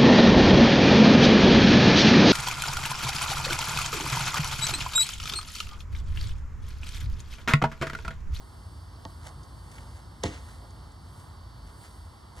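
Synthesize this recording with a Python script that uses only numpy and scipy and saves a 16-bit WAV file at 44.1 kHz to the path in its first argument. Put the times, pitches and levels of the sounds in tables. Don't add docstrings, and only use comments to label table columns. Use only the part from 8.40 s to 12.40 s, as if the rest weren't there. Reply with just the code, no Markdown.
import sys
import numpy as np
from scipy import signal
from scipy.fft import rfft, irfft
from scipy.io import wavfile

SR = 44100
rng = np.random.default_rng(int(sys.argv[2]) if len(sys.argv) > 2 else 0)


def unload_audio(sound):
    columns = np.transpose(np.atleast_2d(sound))
    steps = np.round(np.clip(columns, -1, 1) * 32767)
    wavfile.write(sys.argv[1], SR, steps.astype(np.int16))


N = 176400

# frequency in Hz, level in dB.
RUMBLE_SPECTRUM = [(20, -17), (35, -26), (45, -18), (54, -6), (66, -3), (85, 0), (115, -7), (200, -19.5),
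                   (320, -23), (550, -40), (1500, -58)]
AIR_SPECTRUM = [(150, 3), (400, -3.5), (600, -3), (1050, 3.5), (1500, -4.5), (2000, -8.5), (2500, -15),
                (3100, -11.5), (4300, -11.5), (5600, -17.5), (7200, -22.5), (9000, -20), (12500, -16)]
# time in seconds, level in dB.
RUMBLE_LEVELS = [(0, -46), (.95, -44.5), (1.6, -46), (2.2, -46), (3.0, -47), (4, -48)]
# pitch in Hz, level in dB.
INSECT_TRILLS = [(4398, -73), (4560, -79), (4703, -71.5), (5035, -79), (5437, -77.5)]
# band centre in Hz, half width in Hz, level in dB.
CHORUS_BANDS = [(4780, 340, -74.5), (8800, 660, -73)]

# frequency in Hz, level in dB.
CLOTH_SWISH_SPECTRUM = [(3000, -31), (6000, -10.5), (7500, -8), (9000, 3.5), (10500, -8.5), (12300, 1),
                        (13400, -2)]
# time in seconds, level in dB.
CLOTH_SWISH_LEVELS = [(0, -62), (.35, -61.5), (.55, -68), (.7, -59), (.98, -65), (1.35, -59), (1.72, -67),
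                      (2.1, -58.5), (2.4, -68.5), (2.62, -68), (2.8, -57), (3.0, -71), (3.2, -68),
                      (3.43, -55.5), (3.6, -60), (3.85, -70)]
# peak time in seconds, level in dB, rise and fall in seconds.
FOOTFALLS = [(.91, -54.5, 0.037, 0.044), (1.39, -53.5, 0.048, 0.1), (2.24, -51.5, 0.048, 0.081),
             (3.34, -55, 0.051, 0.048)]
RUSTLE_SWELLS = [(1.36, -53.5, 0.075, 0.08), (1.58, -58.5, 0.074, 0.037), (2.11, -53.5, .05, 0.055),
                 (2.805, -59, .015, .02), (3.275, -57.5, .008, 0.027), (3.45, -52.5, 0.04, .045),
                 (3.98, -49.5, .018, 0.034)]
# frequency in Hz, level in dB.
STEP_SPECTRUM = [(50, 0), (130, 1), (300, 0), (700, -4), (1500, -12), (4000, -48)]
RUSTLE_SPECTRUM = [(200, 3), (700, 8), (1800, 7), (3000, 0), (6000, -1.5), (9000, -3), (11000, -0.5),
                   (15000, -25)]
SCUFF_SPECTRUM = [(350, -8), (650, 11), (1800, 8.5), (3200, 0.5), (9500, -1.5), (14000, -10)]
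# peak time in seconds, level in dB, centre in Hz, fall in seconds.
GRASS_SNAPS = [(1.033, -52, 5900, 0.0078), (1.316, -50, 6300, .003), (1.383, -43, 1900, .004),
               (2.307, -52.5, 6500, .003), (2.52, -55.5, 7500, .004)]

# frequency in Hz, level in dB, seconds to fall by 60 dB.
KNOCK_MODES = [(88, -38, 0.16), (176, -38, 0.13), (295, -38, 0.085), (532, -41.5, 0.076),
               (670, -38.5, 0.065), (890, -34.5, 0.064), (1110, -37.5, 0.041), (1880, -44, 0.038)]
BOARD_MODES = [(57, -26.5, 0.21), (84.5, -21.5, 0.11), (145, -24.5, 0.12), (171.5, -26.5, .13),
               (235.4, -31.5, 0.17), (279.1, -30.5, 0.24), (318, -26.5, 0.15), (413, -26.5, 0.1),
               (465, -21, 0.054), (511, -28, 0.12), (695, -29, 0.095), (884, -32.5, 0.1), (967, -31, .05),
               (1912, -36, 0.087)]
# start in seconds, gain in dB, low-pass cutoff in Hz.
BOARD_THUMPS = [(1.8445, -2, 135), (1.8795, -8, 240)]
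# frequency in Hz, level in dB.
SLAP_SPECTRUM = [(300, -14), (1200, -6), (2500, 4.5), (4500, 3.5), (6500, 5.5), (8500, -1), (11000, -13),
                 (13000, -7)]
FILLING_SPECTRUM = [(200, 1), (500, 4.5), (1000, 1), (1400, 0.5), (2100, 4.5), (3300, -0.5), (5000, -4.5),
                    (7000, -7), (9000, -12), (11000, -19), (13000, -22)]
# peak time in seconds, level in dB, rise and fall in seconds.
FILLING_SURGES = [(1.8369, -25.5, 0.0017, 0.0043), (1.859, -36, 0.011, 0.024), (1.935, -47, 0.018, 0.054)]

# frequency in Hz, level in dB.
SCATTER_SPECTRUM = [(60, -6), (250, -7), (1500, 2), (5000, -5), (12000, -0.5)]
# frequency in Hz, lead of the left port in radians.
LEFT_PORT_LEAD = [(30, 0), (340, .1), (690, -.7), (1250, .3), (1650, 1.6), (2050, 1.5), (2510, 3.14),
                  (3000, 5.0), (3500, 6.1), (4500, 6.3), (4900, 6.95), (6500, 6.95), (9400, 7.7),
                  (12100, 8.8), (13200, 9.4)]
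# frequency in Hz, left minus right in dB.
LEFT_PORT_EXCESS = [(30, -0.5), (350, 1), (700, -7), (1100, -3.5), (1700, -1.5), (3000, 0), (15000, 0)]
# frequency in Hz, gain in dB.
DIFFUSE_SHARE = [(50, -29.5), (150, -11.5), (400, -3.5), (900, -5.5), (1600, -18), (2400, -52), (4200, -18),
                 (6000, -7), (9000, -11), (13000, -26)]

SOFT_BUILD_CYCLES, FIRM_BUILD_CYCLES = 0.75, 0.33
RUSTLE_GRAINS_PER_S, RUSTLE_SCATTER_DB = 1600, 3


def amp(db):
    return 10 ** (np.asarray(db) / 20)


def unit(x):
    return x / np.sqrt(np.mean(x ** 2))


def times():
    return np.arange(N) / SR


def freqs():
    return np.maximum(np.arange(N // 2 + 1) * SR / N, 1)


def follow(points):
    return np.interp(times(), *np.array(points).T)


def curve(points):
    hz, value = np.array(points).T
    return np.interp(np.log(freqs()), np.log(hz), value)


def colour(x, spectrum):
    return irfft(rfft(x) * amp(curve(spectrum)), N)


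def soften(x, cutoff_hz):
    return signal.sosfilt(signal.butter(3, cutoff_hz, fs=SR, output="sos"), x)


def band_noise(gains):
    return unit(irfft(rfft(rng.standard_normal(N)) * gains, N))


def noise(spectrum):
    return band_noise(amp(curve(spectrum)))


def waver(hz):
    return band_noise(np.exp(-(freqs() / hz) ** 2))


def drifting_tone(hz, drift_hz, rate_hz):
    pitch = hz + drift_hz * waver(rate_hz)
    return np.sin(2 * np.pi * np.cumsum(pitch) / SR)


def swell(peak_s, rise_s, fall_s):
    t = times() - peak_s
    return np.exp(np.where(t < 0, t / rise_s, -t / fall_s))


def swells(rows):
    return sum(amp(db) * swell(at, rise, fall) for at, db, rise, fall in rows)


def grains(spectrum, per_s, scatter_db):
    clicks = (rng.random(N) < per_s / SR) * rng.choice([-1, 1], N)
    sizes = amp(scatter_db * np.minimum(rng.exponential(size=N), 4))
    return unit(colour(clicks * sizes, spectrum))


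def ring(start_s, modes, build_cycles):
    t = np.maximum(times() - start_s, 0)
    out = 0
    for hz, db, t60 in modes:
        build = 1 - np.exp(-(hz * t / build_cycles) ** 2)
        decay = np.exp(-np.log(1000) * t / t60)
        out += amp(db) * np.sin(2 * np.pi * hz * t) * decay * build
    return out


def background():
    rumble = amp(follow(RUMBLE_LEVELS) + 0.95 * waver(hz=7)) * noise(RUMBLE_SPECTRUM)
    hum = amp(-52 + 3 * waver(hz=6.3)) * unit(drifting_tone(hz=54.5, drift_hz=3.1, rate_hz=7.75))
    air = amp(-54 + 0.5 * waver(hz=3.9)) * noise(AIR_SPECTRUM)
    return rumble + hum + air


def insects():
    out = 0
    for hz, db in INSECT_TRILLS:
        tone = drifting_tone(hz, drift_hz=9, rate_hz=29.1)
        level = amp(db + 1.2 * waver(hz=0.77))
        flutter = amp(1.5 * waver(hz=45))
        out += level * unit(tone * flutter)
    for hz, width, db in CHORUS_BANDS:
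        band = np.exp(-.5 * ((freqs() - hz) / width) ** 2)
        out += amp(db + 2.5 * waver(hz=1.8)) * band_noise(band)
    return out


def yard_scatter(hits):
    delay_s, t60_s, return_db = 0.03, 0.45, -13
    tail = noise(SCATTER_SPECTRUM) * swell(delay_s, delay_s / 4, t60_s / np.log(1000))
    tail /= np.sqrt(np.sum(tail ** 2))
    return amp(return_db) * signal.fftconvolve(hits, tail)[:N]


def cloth_swish():
    return amp(follow(CLOTH_SWISH_LEVELS)) * noise(CLOTH_SWISH_SPECTRUM)


def steps():
    return swells(FOOTFALLS) * noise(STEP_SPECTRUM)


def rustles():
    out = swells(RUSTLE_SWELLS) * grains(RUSTLE_SPECTRUM, RUSTLE_GRAINS_PER_S, RUSTLE_SCATTER_DB)
    snap_rise_s, snap_octaves = 0.00092, 0.53
    for at, db, hz, fall in GRASS_SNAPS:
        band = np.exp(-.5 * (np.log2(freqs() / hz) / snap_octaves) ** 2)
        out += amp(db) * swell(at, snap_rise_s, fall) * band_noise(band)
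    return out


def scuff():
    drag = amp(-43.5) * swell(peak_s=.874, rise_s=.028, fall_s=.014)
    return drag * grains(SCUFF_SPECTRUM, RUSTLE_GRAINS_PER_S, RUSTLE_SCATTER_DB)


def slap(at):
    delay = np.exp(-2j * np.pi * freqs() * at)
    return irfft(amp(curve(SLAP_SPECTRUM)) * delay, N)


def knock(start_s):
    tick = amp(-15) * soften(slap(start_s), cutoff_hz=4870)
    return tick + ring(start_s, KNOCK_MODES, FIRM_BUILD_CYCLES)


def bean_bag():
    lands_s = 1.8369
    cloth = amp(-5) * slap(lands_s)
    boom = ring(lands_s, BOARD_MODES, SOFT_BUILD_CYCLES)
    thumps = sum(amp(db) * soften(ring(at, BOARD_MODES, FIRM_BUILD_CYCLES), cutoff_hz)
                 for at, db, cutoff_hz in BOARD_THUMPS)
    filling = swells(FILLING_SURGES) * grains(FILLING_SPECTRUM, per_s=5000, scatter_db=2.5)
    return cloth + boom + thumps + filling


def microphone_ports(common, diffuse):
    half_db = curve(LEFT_PORT_EXCESS) / 2
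    lag = np.exp(-1j * curve(LEFT_PORT_LEAD))
    left = rfft(common + diffuse) * amp(half_db)
    right = rfft(common - diffuse) * amp(-half_db) * lag
    return irfft(np.array([left, right]), N)


def scene():
    hits = bean_bag() + knock(start_s=.6522)
    common = hits + yard_scatter(hits) + rustles() + scuff() + steps()
    common += insects() + background() + cloth_swish()
    diffuse = colour(background() + cloth_swish() + yard_scatter(hits), DIFFUSE_SHARE)
    return microphone_ports(common, diffuse)


def record(dry):
    low_cut_hz, top_hz = 39, 13200
    lean = irfft(rfft(dry) / np.sqrt(1 + (low_cut_hz / freqs()) ** 10), N)
    return signal.sosfilt(signal.ellip(8, .2, 70, top_hz, fs=SR, output="sos"), lean)


dry = scene()
out = record(dry)
unload_audio(out)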